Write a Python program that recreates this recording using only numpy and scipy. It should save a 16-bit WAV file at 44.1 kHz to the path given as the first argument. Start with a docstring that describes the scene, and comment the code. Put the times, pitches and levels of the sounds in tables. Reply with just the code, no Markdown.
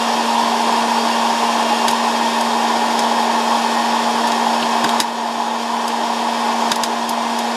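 """A hot-air popcorn popper, with one microphone just above its open chamber.
From the start the fan hums in harmonics and roars as filtered noise, and kernels rattle as random knocks.
From 1.9 s hulls crack as short noise jets that ring the chamber, and low modes thud in the housing.
A bare kernel clacks at 4.6 s; the loudest crack comes at 5.0 s, and loud ones make the recorder duck the fan.
Pops gather again from 6.7 s; the rattle softens with every burst, and the roar sinks by 2 dB."""
import sys
import numpy as np
from scipy import signal
from scipy.fft import rfft, irfft
from scipy.io import wavfile
from scipy.ndimage import uniform_filter1d, map_coordinates

SR = 44100
rng = np.random.default_rng(int(sys.argv[2]) if len(sys.argv) > 2 else 0)


def master_out(mix):
    """Clip the mix to full scale and print it as 16-bit PCM to the path in sys.argv[1]."""
    frames = np.transpose(np.atleast_2d(mix))
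    ceiling = np.clip(frames, -1, 1)
    pcm = np.round(ceiling * 32767).astype(np.int16)
    wavfile.write(sys.argv[1], SR, pcm)


N = 333396
TIME = np.arange(N) / SR  # s

# Bursts of the cracking hulls, one row a burst; the first pop is a double burst: t/s, level/dB,
# tilt/dB per octave (well above 1500 Hz), burst length/s, the hull's own pitch f/Hz, pitch of the ring (ratio)
BURST_EVENTS = [(1.8815, -13.5, -4.5, 0.0025, 11000, 1), (1.883, -15, -1, 0.0052, 3600, 1),
                (1.9095, -21, -2, 0.0048, 11000, 1), (2.4095, -20.5, -2, 0.0031, 5200, 1),
                (2.9913, -16, -3.5, 0.0022, 6500, 1), (4.2735, -22, -3, 0.0025, 10000, 1),
                (4.318, -19.5, -6, .004, 5000, 1), (4.841, -12, -6, 0.0095, 1500, .99),
                (4.8908, -17, -4.5, 0.0035, 3200, 1), (5.001, -2.5, -2, 0.0024, 5300, 1.005),
                (5.879, -18, 0, 0.0039, 5000, 1), (6.7166, -6, -5, 0.0045, 5600, .982),
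                (6.7575, -17, 2, .006, 5200, 1), (6.8349, -8.5, -2.5, 0.0035, 6300, 1.005),
                (7.0916, -17, 7, 0.0058, 5000, 1), (7.388, -20.5, -1, 0.0062, 12950, 1)]
# A hull bursting, spectrum before the tilt: f/Hz, relative level/dB per Hz
CRACK_SPECTRUM = [(30, -46), (80, -36), (140, -24), (400, -17.5), (900, -15.5), (2300, -8.5), (3500, -9.5),
                  (7000, -10), (9000, -9), (12000, -12), (13500, -17), (16000, -44)]
# Ring of the chamber and its metal wall under a burst, at ratio 1: f/Hz, width/Hz, boost level/dB
WALL_RING = [(252, 130, 10), (1000, 230, -9), (1610, 430, 10.5), (2400, 480, -5), (2920, 180, -3),
             (3450, 420, 9), (3860, 270, 13), (4220, 380, -10), (4680, 130, 9.5), (5025, 280, 13.5),
             (5880, 220, -9), (6330, 390, 9), (6850, 200, 8.5), (7160, 200, -1), (7880, 390, 8.5),
             (8450, 650, -5.5), (9100, 270, 2.5), (10050, 290, 6)]
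# Hard kernels flung against the others: t/s, level/dB, skid length/s
KNOCK_EVENTS = [(4.6248, -18, 0.012)]
# Bare kernels clacking on each other: f/Hz, relative level/dB per Hz
CLACK_SPECTRUM = [(1000, -39), (2000, -8), (2400, -2.5), (2850, -1), (3300, -8.5), (4200, -7), (7000, -36),
                  (16000, -60)]
# Dull knocks that shake the housing, most from a pop: t/s, level/dB, tilt/dB per octave,
# level of the push of air/dB
THUD_EVENTS = [(1.884, -28, -5, -44), (4.144, -28, 0, -60), (4.615, -28, 0, -60), (4.839, -17, 4.5, -55),
               (5.002, -19, 2, -46), (6.722, -43, -8, -44), (6.829, -33, -4, -36), (7.088, -38, -8, -40)]
# Low modes of the plastic housing, before the tilt: f/Hz, relative level/dB, t60/s
HOUSING_MODES = [(72, -20, 0.048), (161, -1.5, 0.089), (200, -3, 0.075), (307, 7, 0.06), (385, -5, .05)]
# Hard kernels ticking on the wall: f/Hz, relative level/dB per Hz
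TICK_SPECTRUM = [(300, -29), (1200, -5), (2050, -8.5), (2600, -4.5), (3400, -3.5), (5000, -1.5), (6000, -7),
                 (7500, -7), (9500, -13), (11700, -14.5), (13000, -22), (14200, -36), (15000, -49),
                 (16000, -50)]
# Air resonances of the chamber, on roar and rattle: f/Hz, width/Hz, boost level/dB
CHAMBER_RESONANCES = [(319, 61, 7), (371, 11, -3.5), (392.7, 14.6, 9), (424.2, 13, 9), (590, 44, 1.5),
                      (727, 33, 1.5), (798, 33, -4.5), (845, 81, 7.5), (957, 95, 5.5), (1120, 41, 2.5),
                      (1293, 31, 5.5), (1450, 71, 6), (1624, 160, 3.5), (1778, 100, 7.5), (1940, 64, 4),
                      (2270, 130, 4.5), (2510, 130, 2.5), (2620, 62, 4.5), (3226, 304, 9), (3630, 490, 3.5),
                      (4414, 71, 6.5), (5000, 220, 4), (5420, 240, 7), (6500, 260, 2.5), (6880, 240, 3.5),
                      (9870, 250, 4.5)]
# Hum and whine of the fan, before they waver: multiple of the blade rate, level/dB rms
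HUM_HARMONICS = [(1, -26), (2, -38), (3, -35.5), (4, -31), (5, -52), (6, -48), (7, -45), (8, -42.5),
                 (9, -45), (10, -45), (11, -44.5), (12, -45), (13, -46), (14, -44.5), (15, -44), (16, -44),
                 (18, -48.5), (20, -46), (25, -45.5), (28, -48.5), (30, -54), (31, -52), (36, -56),
                 (39, -54)]
# Harmonics that the heap favours until it shifts: multiple, start t/s, end t/s, extra level/dB
FAVOURED_HARMONICS = [(12, -1.5, 2, 7), (11, 0.5, 4.8, 3), (3, 5, 7.56, 4), (5, 0, 2, 11),
                      (8, 1.5, 3.8, 4.5), (20, -0.5, 1.2, 4.5), (39, -3, 2.7, 2)]
# Rushing air: f/Hz, relative level/dB per Hz
AIR_SPECTRUM = [(25, -48), (65, -59), (100, -46.5), (155, -26.5), (210, -21.5), (300, -20), (500, -15),
                (620, -9.5), (780, -6.5), (1080, -7.5), (1320, -22.5), (1800, -22.5), (2100, -31),
                (8000, -65)]
# Roar through the heap, muffled late by popped corn, before gusts and swells: t/s, level/dB rms
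ROAR_LEVEL = [(0, -18), (4.9, -18), (6.6, -18.2), (7.0, -19), (7.56, -20)]
# Moments when the core of the roar swells: t/s, extra level/dB, half length/s
ROAR_SWELLS = [(0.392, 2, .012), (1.783, 5, 0.0077), (1.852, 6.5, 0.011), (2.945, 1, 0.011),
               (3.241, 2, 0.012), (3.287, 3.5, .028), (3.523, 6, .014), (3.666, 4.5, 0.011),
               (4.477, 3.5, .012), (5.418, 4, .02), (7.16, 3.5, 0.053)]

# Rattle at the start (dB rms, before it surges); soft popped corn cushions it, counted by the burst
TICK_DB, TICK_LOSS_DB_PER_BURST = -27, 0.18
CLACK_DB, CLACK_LOSS_DB_PER_BURST = -35.5, 0.07
# The blade rate creeps up as the motor runs warm
BLADE_START_HZ, CREEP_HZ_PER_S = 232.1, 0.15
# The heap takes this long to shift
SHIFT_S = 0.35
# Wander of the roar's resonances as the heap tumbles: rms share of their pitch, and its rate
SWAY, SWAY_HZ = 0.00599, 4.96
# Echoes are duller than the direct blow
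ECHO_TILT_DB_PER_OCTAVE = -2
# Upper band limit of the recorder
EDGE_HZ = 15900


def pops(hull_db=5.5, hull_width=0.48):
    """Hulls split with jets of steam that ring hull and chamber, at a pitch set by where each lay."""
    out = np.zeros(N)
    for s, db, tilt_db, length_s, hull_hz, pitch in BURST_EVENTS:
        ring = [(hz * pitch, width, boost) for hz, width, boost in WALL_RING]
        hull = (hull_hz, hull_width * hull_hz, hull_db)
        add(out, s, db, blow(length_s, CRACK_SPECTRUM, [*ring, hull], tilt_db))
    return out


def knocks(kernel_hz=3300, kernel_width_hz=700, kernel_db=9):
    """A flung kernel lands on the bare ones with a soft, narrow clack."""
    out = np.zeros(N)
    for s, db, skid_s in KNOCK_EVENTS:
        kernel = (kernel_hz, kernel_width_hz, kernel_db)
        add(out, s, db, blow(skid_s, CLACK_SPECTRUM, [kernel]))
    return out


def blow(length_s, spectrum, resonances, tilt_db=0, echo_db=-7.5, echo_t60=0.074,
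         room_db=-21, room_t60=0.17, echo_colour=0.39, rise_s=0.00027):
    """A short noise jet excites the resonances; echoes arrive from all sides, so their colour is broader."""
    t = np.arange(SR // 5) / SR
    jet = np.exp(-(t / length_s) ** 4)
    near_decay = amp(echo_db - 60 * t / echo_t60)
    room_decay = amp(room_db - 60 * t / room_t60)
    echoes = (1 - jet) * (near_decay + room_decay)
    # weaker boosts leave the echoes less strongly coloured
    blurred = [(hz, width, echo_colour * boost) for hz, width, boost in resonances]
    jet_noise = even_burst(jet * (1 - np.exp(-t / rise_s)))
    direct = colour(jet_noise, spectrum, resonances, tilt_db)
    return direct + colour(even_burst(echoes), spectrum, blurred, tilt_db + ECHO_TILT_DB_PER_OCTAVE)


def thuds(rise_s=0.0072, push_s=0.0028):
    """Short, low modes of the plastic housing swell softly beside a push of air."""
    t = np.arange(SR // 5) / SR
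    out = np.zeros(N)
    for s, db, tilt_db, push_db in THUD_EVENTS:
        modes = np.zeros(len(t))
        for hz, mode_db, t60 in HOUSING_MODES:
            # a positive tilt favours the upper modes
            decay = amp(mode_db + tilt_db * np.log2(hz) - 60 * t / t60)
            modes += decay * np.sin(2 * np.pi * hz * t)
        add(out, s, db, modes * (1 - np.exp(-t / rise_s)))
        push = t * (2 - t / push_s) * np.exp(-t / push_s)
        add(out, s, push_db, push)
    return out


def rattle(spectrum, start_db, loss_db_per_burst, ticks_per_s=12000, spread_db=0.34, surge_db=0.5):
    """Countless small knocks of swirling kernels merge into a gritty hiss that surges as the heap tumbles."""
    ticks = (rng.random(N) < ticks_per_s / SR) * rng.choice([-1, 1], N)
    sizes = amp(spread_db * np.minimum(rng.exponential(1, N), 5))
    hiss = unit(colour(ticks * sizes, spectrum, CHAMBER_RESONANCES))
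    level_db = start_db - loss_db_per_burst * bursts_so_far() + surge_db * drift(30)
    return amp(level_db) * hiss


def bursts_so_far():
    """Counts the bursts so far, a measure of the soft corn that cushions the rattle."""
    burst_times = np.sort([row[0] for row in BURST_EVENTS])
    return np.searchsorted(burst_times, TIME)


def hum(wobble_hz=0.216, steady_waver=0.034, whine_waver=0.36, whine_rate_hz=16,
        flutter_turns=0.06, flutter_hz=12, fade_db=1.3, fade_hz=2):
    """Blade-rate harmonics; turbulence makes the upper ones waver and flutter, the lowest stays firm."""
    blade_hz = BLADE_START_HZ + CREEP_HZ_PER_S * TIME + wobble_hz * drift(4.96)
    angle = 2 * np.pi * np.cumsum(blade_hz) / SR
    out = np.zeros(N)
    for multiple, db in HUM_HARMONICS:
        if multiple == 1:
            waver, flutter, fading_db = steady_waver * drift(3.5), 0, 0
        else:
            waver = whine_waver * drift(whine_rate_hz)
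            flutter = flutter_turns * drift(flutter_hz)
            fading_db = fade_db * drift(fade_hz)
        level = amp(db + favour_db(multiple) + fading_db) * np.sqrt(2) * (1 + waver)
        phase = 2 * np.pi * (rng.random() + flutter)
        out += level * np.cos(multiple * angle + phase)
    return out


def favour_db(multiple):
    """The extra level that the heap lends a harmonic, easing in and out as the heap shifts."""
    total = np.zeros(N)
    for order, start, end, extra_db in FAVOURED_HARMONICS:
        if order == multiple:
            step = float(extra_db) * (TIME >= start) * (TIME < end)
            total += uniform_filter1d(step, round(SHIFT_S * SR))
    return total


def air(gust_db=0.5, gust_hz=20, core_hz=900, core_width_hz=450):
    """Turbulent air sounds the chamber's resonances, which sway in pitch as the heap tumbles."""
    roar = unit(colour(rng.standard_normal(N), AIR_SPECTRUM, CHAMBER_RESONANCES))
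    # reading the noise at a varying speed sways its resonances
    read_at = np.cumsum(1 + SWAY * drift(SWAY_HZ))
    swayed = map_coordinates(roar, [read_at], mode="mirror")
    core = signal.lfilter(*signal.iirpeak(core_hz, core_hz / core_width_hz, fs=SR), swayed)
    swell_db = sum(db * np.exp(-((TIME - s) / half_s) ** 2) for s, db, half_s in ROAR_SWELLS)
    swollen = swayed + (amp(swell_db) - 1) * core
    level_db = np.interp(TIME, *np.transpose(ROAR_LEVEL)) + gust_db * drift(gust_hz)
    return amp(level_db) * swollen


def amp(db):
    """Decibels to gain."""
    return 10 ** (np.asarray(db) / 20)


def unit(x):
    """Scales to rms 1."""
    return x / np.sqrt(np.mean(x ** 2) + 1e-20)


def drift(rate_hz, size=8192):
    """Slow random motion of rms 1, its spectrum fading out above the given rate."""
    hz = np.fft.rfftfreq(size, N / SR / size)
    slowness = (hz > 0) / (1 + (hz / rate_hz) ** 2)
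    coarse = unit(irfft(rfft(rng.standard_normal(size)) * slowness, size))
    return np.interp(TIME, np.linspace(0, N / SR, size), coarse)


def colour(x, spectrum, resonances, tilt_db=0, size=8192):
    """Gives x a source's spectrum and a body's resonances, through a causal filter of energy 1."""
    hz = np.fft.rfftfreq(size, 1 / SR) + 1
    points_hz, points_db = np.transpose(spectrum)
    db = np.interp(np.log(hz), np.log(points_hz), points_db)
    db = db + tilt_db * np.log2(1 + hz / 1500)
    db = db + sum(boost / (1 + (2 * (hz - f) / width) ** 2) for f, width, boost in resonances)
    # minimum phase: the Hilbert transform of the log gain gives the phase
    log_gain = np.log(amp(np.concatenate([db, db[-2:0:-1]])))
    taps = np.fft.ifft(np.exp(np.conj(signal.hilbert(log_gain)))).real
    return signal.fftconvolve(x, taps / np.linalg.norm(taps))[:len(x)]


def even_burst(envelope, count=8):
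    """Noise under an envelope, smoothed in spectrum so that it strikes all resonances alike."""
    x = envelope * rng.standard_normal(len(envelope))
    for _ in range(count):
        # flatten the spectrum, then restore the envelope
        white = irfft(np.exp(1j * np.angle(rfft(x))), len(x))
        x = envelope * np.cos(np.angle(signal.hilbert(white)))
    return np.sqrt(2) * x


def add(mix, s, db, sound):
    """Puts a short sound into the mix; its level is its energy spread over 4 ms."""
    level_span = 0.004 * SR  # samples
    part = mix[round(s * SR):][:len(sound)]
    part += amp(db) * np.sqrt(level_span) * sound[:len(part)] / np.linalg.norm(sound)


def scene():
    """Pops, swirling kernels and fan sum in the air at one microphone."""
    ticking = rattle(TICK_SPECTRUM, TICK_DB, TICK_LOSS_DB_PER_BURST)
    clacking = rattle(CLACK_SPECTRUM, CLACK_DB, CLACK_LOSS_DB_PER_BURST)
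    return (pops() + knocks() + thuds() + ticking + clacking + hum() + air())[None]


def gain_control(x, sense_hz=2000, window_s=0.0048, threshold_db=-14.5, slope=0.59, recovery_db_per_s=3.0):
    """Bright peaks pull the gain down, from half a window ahead; it creeps back at a steady dB rate."""
    treble = signal.sosfilt(signal.butter(2, sense_hz, "high", fs=SR, output="sos"), x)
    power = uniform_filter1d(treble ** 2, round(window_s * SR))
    power_db = 10 * np.log10(abs(power) + 1e-12)
    wanted_cut_db = slope * np.maximum(power_db - threshold_db, 0)
    # a running maximum on a rising ramp holds each cut and lets it recover
    recovery_db = recovery_db_per_s * TIME
    cut_db = np.maximum.accumulate(wanted_cut_db + recovery_db) - recovery_db
    return x * amp(-cut_db)


def record(dry, low_cut_hz=40):
    """The recorder's gain control, overload near full scale, then the bass cut and the band limit."""
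    limited = np.clip(gain_control(dry[0]), -0.9, 0.9)
    thinned = signal.sosfilt(signal.butter(2, low_cut_hz, "high", fs=SR, output="sos"), limited)
    band_limit = signal.firwin(511, EDGE_HZ, window=("kaiser", 9), fs=SR)
    return signal.oaconvolve(thinned, band_limit, "same")[None]


dry = scene()
out = record(dry)
master_out(out)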